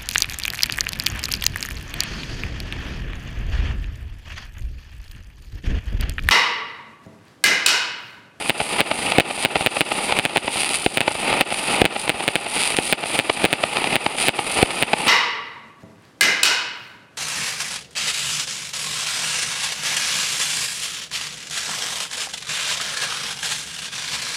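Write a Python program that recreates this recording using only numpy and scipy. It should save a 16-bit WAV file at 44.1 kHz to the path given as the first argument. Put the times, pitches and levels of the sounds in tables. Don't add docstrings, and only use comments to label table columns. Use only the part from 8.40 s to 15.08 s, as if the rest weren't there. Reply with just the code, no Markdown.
import sys
import numpy as np
from scipy import signal
from scipy.fft import rfft, irfft
from scipy.io import wavfile
from scipy.ndimage import uniform_filter1d

SR = 44100
rng = np.random.default_rng(int(sys.argv[2]) if len(sys.argv) > 2 else 0)


def ratio(d):
    e = np.asarray(d, float) / 20
    return 10 ** e


def unload_wav(signal):
    wavfile.write(
        sys.argv[1],
        SR,
        np.round(np.clip(np.atleast_2d(signal).T, -1, 1) * 32767).astype(np.int16),
    )


N = 294588


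def rms_one(x):
    return x / np.sqrt(np.mean(x ** 2) + 1e-20)


def dull(x, hz, kind="low"):
    return signal.sosfilt(signal.butter(2, np.clip(hz, 20, .45 * SR), kind, fs=SR, output="sos"), x)


def resonances(x, modes):
    for hz, width_hz, db in modes:
        w = 2 * np.pi * hz / SR
        a = ratio(db / 2)
        k = np.sin(w) * width_hz / hz / 2
        middle = -2 * np.cos(w)
        x = signal.lfilter([1 + k * a, middle, 1 - k * a], [1 + k / a, middle, 1 - k / a], x)
    return x


def drift(rate_hz):
    knots = rng.standard_normal(1200)
    return np.interp(np.arange(N) / SR * rate_hz, np.arange(len(knots)), knots) * np.sqrt(3 / 2)


def add(out, start_s, wave):
    i = int(round(start_s * SR))
    out[i:i + len(wave)] += wave[:max(N - i, 0)]


def blast(push_ms):
    t = np.arange(512) / SR * 1000 / push_ms
    return (1 - t) * np.exp(-t)


def explode(paths, start_s, level_db, ground_ms, wall_db, push_ms, soft_ground_db=0):
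    direct, ground, wall = paths
    c = rng.standard_normal(12)
    wave = ratio(level_db) * blast(push_ms)
    add(direct, start_s, wave)

    wave = wave * ratio(soft_ground_db)
    add(ground, start_s + .0028, ratio(-21) * wave)
    add(ground, start_s + ground_ms / 1000, ratio(-2.5 + .7 * c[0]) * dull(wave, 6000))
    second_ms = ground_ms + 1.4 + .3 * c[9]
    add(ground, start_s + second_ms / 1000, ratio(-17 + 20 * push_ms + 1.5 * c[1]) * dull(wave, 4000))

    overhead_wall_ms, low_wall_ms = 96.8, 114.5
    level = np.sqrt(max(1 - (ground_ms / 9) ** 2, 0))
    wall_ms = overhead_wall_ms + (low_wall_ms - overhead_wall_ms) * level
    facets = [(-1.8, -9), (-.2, 0), (1.4, -1), (2.9, -7), (4.8, -9)]   # late_ms, level_db
    for k, (late_ms, facet_db) in enumerate(facets):
        facet = ratio(level_db + wall_db + facet_db + 2.8 * c[2 + k]) * dull(blast(0.48), 3640)
        add(wall, start_s + (wall_ms + late_ms + .2 * c[6 + k]) / 1000, facet)


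# start_s [s], level_db [dB], ground_echo_lag_ms [ms], wall_echo_db [dB]
SHELLS = [(0.0962, 25.5, 7.51, -13.5), (0.4058, 29.5, 7, -10.5), (0.7994, 28.5, 5.9, -19),
          (1.0499, 29, 7.4, -13.5), (1.2627, 29.5, 7.84, -14.5), (1.4081, 31, 6.3, -16),
          (1.7889, 16, 7, -28), (1.8526, 17, 6.9, -10.5), (1.9712, 18.5, 7.26, -12.5),
          (2.5731, 20.5, 7.6, -7.5), (2.6063, 18.5, 7.41, -15.5), (3.0104, 34, 3.8, -22),
          (3.4534, 27, 6.17, -17.5), (3.6944, 21.5, 6.2, -16.5), (3.8794, 18.5, 6.98, -38.5),
          (3.9558, 19.5, 5.85, -19.5), (4.5264, 30, 4.8, -21.5), (4.7905, 22.5, 7.19, -5),
          (5.0519, 22, 6.21, -38), (5.129, 23.5, 6.92, -9), (5.5566, 21, 7.6, -10.5),
          (5.8843, 29, 7.4, -16.5), (6.4256, 24, 7.1, -5.5)]


def shells():
    paths = np.zeros((3, N))
    for start_s, level_db, ground_ms, wall_db in SHELLS:
        explode(paths, start_s, level_db, ground_ms, wall_db, push_ms=.3)
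    return paths


# start_s [s], level_db [dB], ground_echo_lag_ms [ms]
LOW_CHARGES = [
    (0.7839, 19, 2.7),
    (2.4627, 8.5, 2.8),
    (3.417, 18, 1.7),
    (3.4431, 7.5, 4.6),
    (4.3868, 3.5, 3.2),
    (5.0424, 7, 2.4),
    (6.2282, 14.5, 2.65),
]


def charges():
    paths = np.zeros((3, N))
    ground = paths[1]
    for start_s, level_db, ground_ms in LOW_CHARGES:
        add(ground, start_s, ratio(level_db + 0.34 * (level_db - 9.5)) * fireball())
        add(ground, start_s, ratio(level_db - 1) * dull(blast(.3), 6300))
        explode(paths, start_s, level_db, ground_ms, wall_db=-27, push_ms=.6, soft_ground_db=-4)
    return paths


def fireball():
    ms = np.arange(2048) / SR * 1000
    rise = 1 - np.exp(-(ms / 0.72) ** 2)
    heave = ratio(3.5) * np.cos(2 * np.pi * .4 * ms + .5) * np.exp(-(ms / 1.48) ** 1.5)
    thump = -ratio(-18.5) * np.sin(2 * np.pi * 140 * ms / 1000) * np.exp(-ms / 2.9)
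    debris = ratio(-11) * rms_one(dull(rng.standard_normal(len(ms)), 1800)) * np.exp(-ms / 3.5)
    ring_peak_ms, ring_hz = 2.6, 700
    age = ms / ring_peak_ms
    swell = (age * np.exp(1 - age)) ** 3
    ring = ratio(-5) * np.cos(2 * np.pi * ring_hz * (ms - ring_peak_ms) / 1000) * swell
    return rise * (heave + thump + debris + ring)


# start_ms [ms], rise_ms [ms], t60_ms [ms], level_db [dB], dull_above_hz [Hz]
STREET_SCATTER = [
    (.8, .5, 90, -40, 6000),
    (42, 12, 400, -53, 3500),
    (94, 12, 30, -50, 4000),
]


def street():
    ms = np.arange(SR // 2) / SR * 1000
    out = np.zeros(len(ms))
    for start_ms, rise_ms, t60_ms, level_db, dull_hz in STREET_SCATTER:
        age = np.maximum(ms - start_ms, 0)
        fade = ratio(-60 * np.maximum(age - rise_ms, 0) / t60_ms)
        shape = np.minimum(age / rise_ms, 1) * fade
        out += ratio(level_db) * shape * rms_one(dull(rng.standard_normal(len(ms)), dull_hz))
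    return out


# start_s [s], peak_db [dB]
LONE_STARS = [(0.7031, -8.6), (1.0383, -8.0), (2.2334, -6.4), (2.2455, -5.6), (2.2919, -6.0),
              (2.3347, -7.0), (2.343, -4.6), (2.3479, -3.4), (3.2552, -6.7), (3.3184, -6.6), (4.2358, -3.7),
              (4.2759, -3.0), (4.3676, -1.5), (4.3739, -6.3), (5.7853, -5.4), (5.8009, -4.0)]
# start_s [s], length_s [s], level_db [dB]
STAR_SHOWERS = [
    (0.66, 0.02, -19),
    (1.008, 0.033, -9),
    (2.111, 0.17, -17),
    (3.223, 0.15, -14),
    (4.138, 0.2, -15),
    (5.781, 0.1, -12.5),
]


def near_stars():
    stars = list(LONE_STARS)
    gap_s = 4.8 / 1000
    for start_s, length_s, level_db in STAR_SHOWERS:
        gaps, sizes = rng.exponential(1, (2, 90))
        late = np.cumsum(.5 + .5 * gaps) * gap_s
        for late_s, size in zip(late, sizes):
            if late_s < length_s:
                swell_db = 2.5 * np.sin(np.pi * late_s / length_s)
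                stars.append((start_s + late_s, level_db + swell_db + 2.5 * min(size, 2.5)))
    return stars


def crackle(level_db):
    born = rng.random(N) < 1800 * ratio(4.0 * drift(90)) / SR
    sizes = ratio(4 * np.minimum(rng.exponential(1, N), 3.5))
    grains = rms_one(born * sizes) + 0.3 * rng.standard_normal(N)
    flicker_db = 1.6 * drift(25)
    grains = ratio(level_db + flicker_db) * rms_one(signal.lfilter(blast(0.042), [1], grains))
    for (start_s, peak_db), lag_ms in zip(near_stars(), rng.uniform(.4, 1.6, 400)):
        add(grains, start_s, ratio(peak_db + 5) * blast(.09))
        add(grains, start_s + lag_ms / 1000, ratio(peak_db - 2) * blast(.08))
    return dull(grains, 9900)


# start_s [s], peak_db [dB], push_ms [ms]
FAR_REPORTS = [(0.0231, -13, 0.11), (0.2143, 1.5, 0.66), (3.105, 10, 0.1), (0.385, -7, 0.32),
               (0.5893, -4.5, 0.56), (0.7206, 4.5, 0.21), (0.872, -11, 0.072), (0.977, -6, 0.48),
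               (1.1661, 7, 0.52), (1.2087, 4, 0.56), (3.988, -16, 0.3), (1.3579, 3, 0.3),
               (1.7076, -3, 0.21), (1.7235, 5.5, 0.33), (2.0454, -10, 0.88), (2.1581, -10, 0.54),
               (2.7525, -6.5, 0.51), (2.915, -21, 0.97), (2.9278, -4, 0.27), (1.896, -6, 0.2),
               (3.143, 9, 0.13), (3.5256, -1, 0.3), (3.678, -1, 0.32), (3.7436, -8, 1), (4.6576, 1, 0.35),
               (5.3698, 3.5, 0.21), (5.4421, -1, 0.21), (6.1725, -4, 0.29), (6.189, -7, 0.74),
               (6.3064, 2.5, 0.15)]


def far_reports():
    out = np.zeros(N)
    for start_s, peak_db, push_ms in FAR_REPORTS:
        c = rng.standard_normal(2)
        wave = ratio(peak_db + 5.0) * dull(blast(push_ms), 4800)
        add(out, start_s, wave)
        add(out, start_s + (1.7 + .3 * c[0]) / 1000, ratio(-4) * wave)
        add(out, start_s + (3.6 + .6 * c[1]) / 1000, ratio(-9) * wave)
    return out


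# pitch_hz [Hz], level_db [dB per Hz]
ROAR_COLOUR = [(20, 3), (60, -10), (100, -6), (200, 3), (500, 4), (1000, 3), (2500, -2.5), (6000, -15),
               (16000, -28.5)]


def roar(level_db):
    hz = np.maximum(np.fft.rfftfreq(N, 1 / SR), 1)
    colour_hz, colour_db = np.transpose(ROAR_COLOUR)
    colour = ratio(np.interp(np.log(hz), np.log(colour_hz), colour_db))
    lumps = ratio(2.5 * drift(150) + 1.2 * drift(35))
    return ratio(level_db) * rms_one(irfft(rfft(lumps * rng.standard_normal(N)) * colour, N))


def aftermath(far_db, rule):
    peak_s, sharpness, swell_db, share = rule
    t = np.arange(0, N, 64) / SR
    power = np.zeros(len(t))
    for start_s, shell_db, *_ in SHELLS:
        age = np.maximum(t - start_s, 0) / peak_s
        swell = (age * np.exp(1 - age)) ** sharpness
        power += (ratio(swell_db + share * (shell_db - 30)) * swell) ** 2
    return 10 * np.log10(ratio(far_db) ** 2 + np.interp(np.arange(N) / SR, t, power))


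# start_s [s], crackle_db [dB], roar_db [dB]
FAR_SKY = [(0.0, -34, -31), (0.4, -30, -21), (0.7, -40.5, -22.5), (1.7, -31, -24.5), (1.9, -39, -48),
           (2.3, -30, -33.5), (2.75, -30, -29), (2.9, -57, -24), (3.2, -33, -17.5), (3.38, -36, -26.5),
           (4.001, -35, -34), (4.35, -29.5, -34.5), (5.0, -27, -22), (5.35, -42, -21.5),
           (5.85, -28.5, -28.5), (6.05, -29, -20), (6.22, -25.5, -23), (6.68, -29, -19.5)]
# peak_after_s [s], sharpness [-], level_db [dB], share of its strength
# [dB/dB]
CRACKLE_SWELL = (0.12, 2.43, -18.5, 1.02)
# peak_after_s [s], sharpness [-], level_db [dB], share of its strength [dB/dB]
ECHO_SWELL = (0.2334, 3, -20.5, 0.9)


def sky():
    start_s, crackle_db, roar_db = np.transpose(FAR_SKY)
    t = np.arange(N) / SR
    stars = crackle(aftermath(np.interp(t, start_s, crackle_db), CRACKLE_SWELL) - 0.5)
    return stars + roar(aftermath(np.interp(t, start_s, roar_db), ECHO_SWELL) + 1.0)


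# pitch_hz [Hz], width_hz [Hz], level_db [dB]
SIDE_MODES = [(821, 225, 8), (1175, 208, 13.5), (1630, 177, -7.5), (4854, 730, 10), (5730, 1280, 6.5),
              (10200, 7600, 6), (12470, 1900, 10.5), (15300, 2800, -9)]


def from_all_round(x):
    return resonances(x, SIDE_MODES)


def scene():
    direct, ground, wall = shells() + charges()
    scatter = signal.fftconvolve(direct, street())[:N]
    echoes = dull(wall + scatter, 126, "high")
    around = echoes + far_reports() + sky()
    return (direct + ground + from_all_round(around))[None]


# pitch_hz [Hz], width_hz [Hz], level_db [dB]
HOUSING_MODES = [(1130, 1970, -4), (1143, 200, -14), (2545, 1160, 10), (4000, 2200, 6.4),
                 (5600, 3470, -18.5), (9470, 3300, 15), (12650, 3350, -24), (15700, 2600, 1)]


def microphone(x):
    w = 2 * np.pi * 1011 / SR
    r = np.exp(-np.pi * 594 / SR)
    middle = -2 * r * np.cos(w)
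    x = signal.lfilter([r * r, middle, 1], [1, middle, r * r], resonances(x, HOUSING_MODES))
    return dull(dull(x, 45, "high"), 16300)


def gain_control(x, sense_hz, limit_db, release_db, slope, lag_ms):
    power = uniform_filter1d(dull(x, sense_hz, "high") ** 2, size=176)
    climb = release_db * np.arange(N) / SR
    held = np.maximum.accumulate(10 * np.log10(power + 1e-9) + climb) - climb
    cut = uniform_filter1d(np.maximum(held - limit_db, 0), size=60)
    cut = np.interp(np.arange(N) - lag_ms * SR / 1000, np.arange(N), cut)
    return x * ratio(-slope * cut)


def roll_off(x):
    return signal.sosfilt(signal.butter(12, 16100, fs=SR, output="sos"), x)


def record(dry):
    x = gain_control(microphone(dry[0]), sense_hz=1450, limit_db=-18.0, release_db=77.5, slope=0.78, lag_ms=1.7)
    overloaded = np.clip(x, -.99, .99)
    top_cut = signal.cheby2(14, 80, 17200, fs=SR, output="sos")
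    mix = signal.sosfilt(top_cut, overloaded)[None]
    return roll_off(mix)


dry = scene()
out = record(dry)
unload_wav(out)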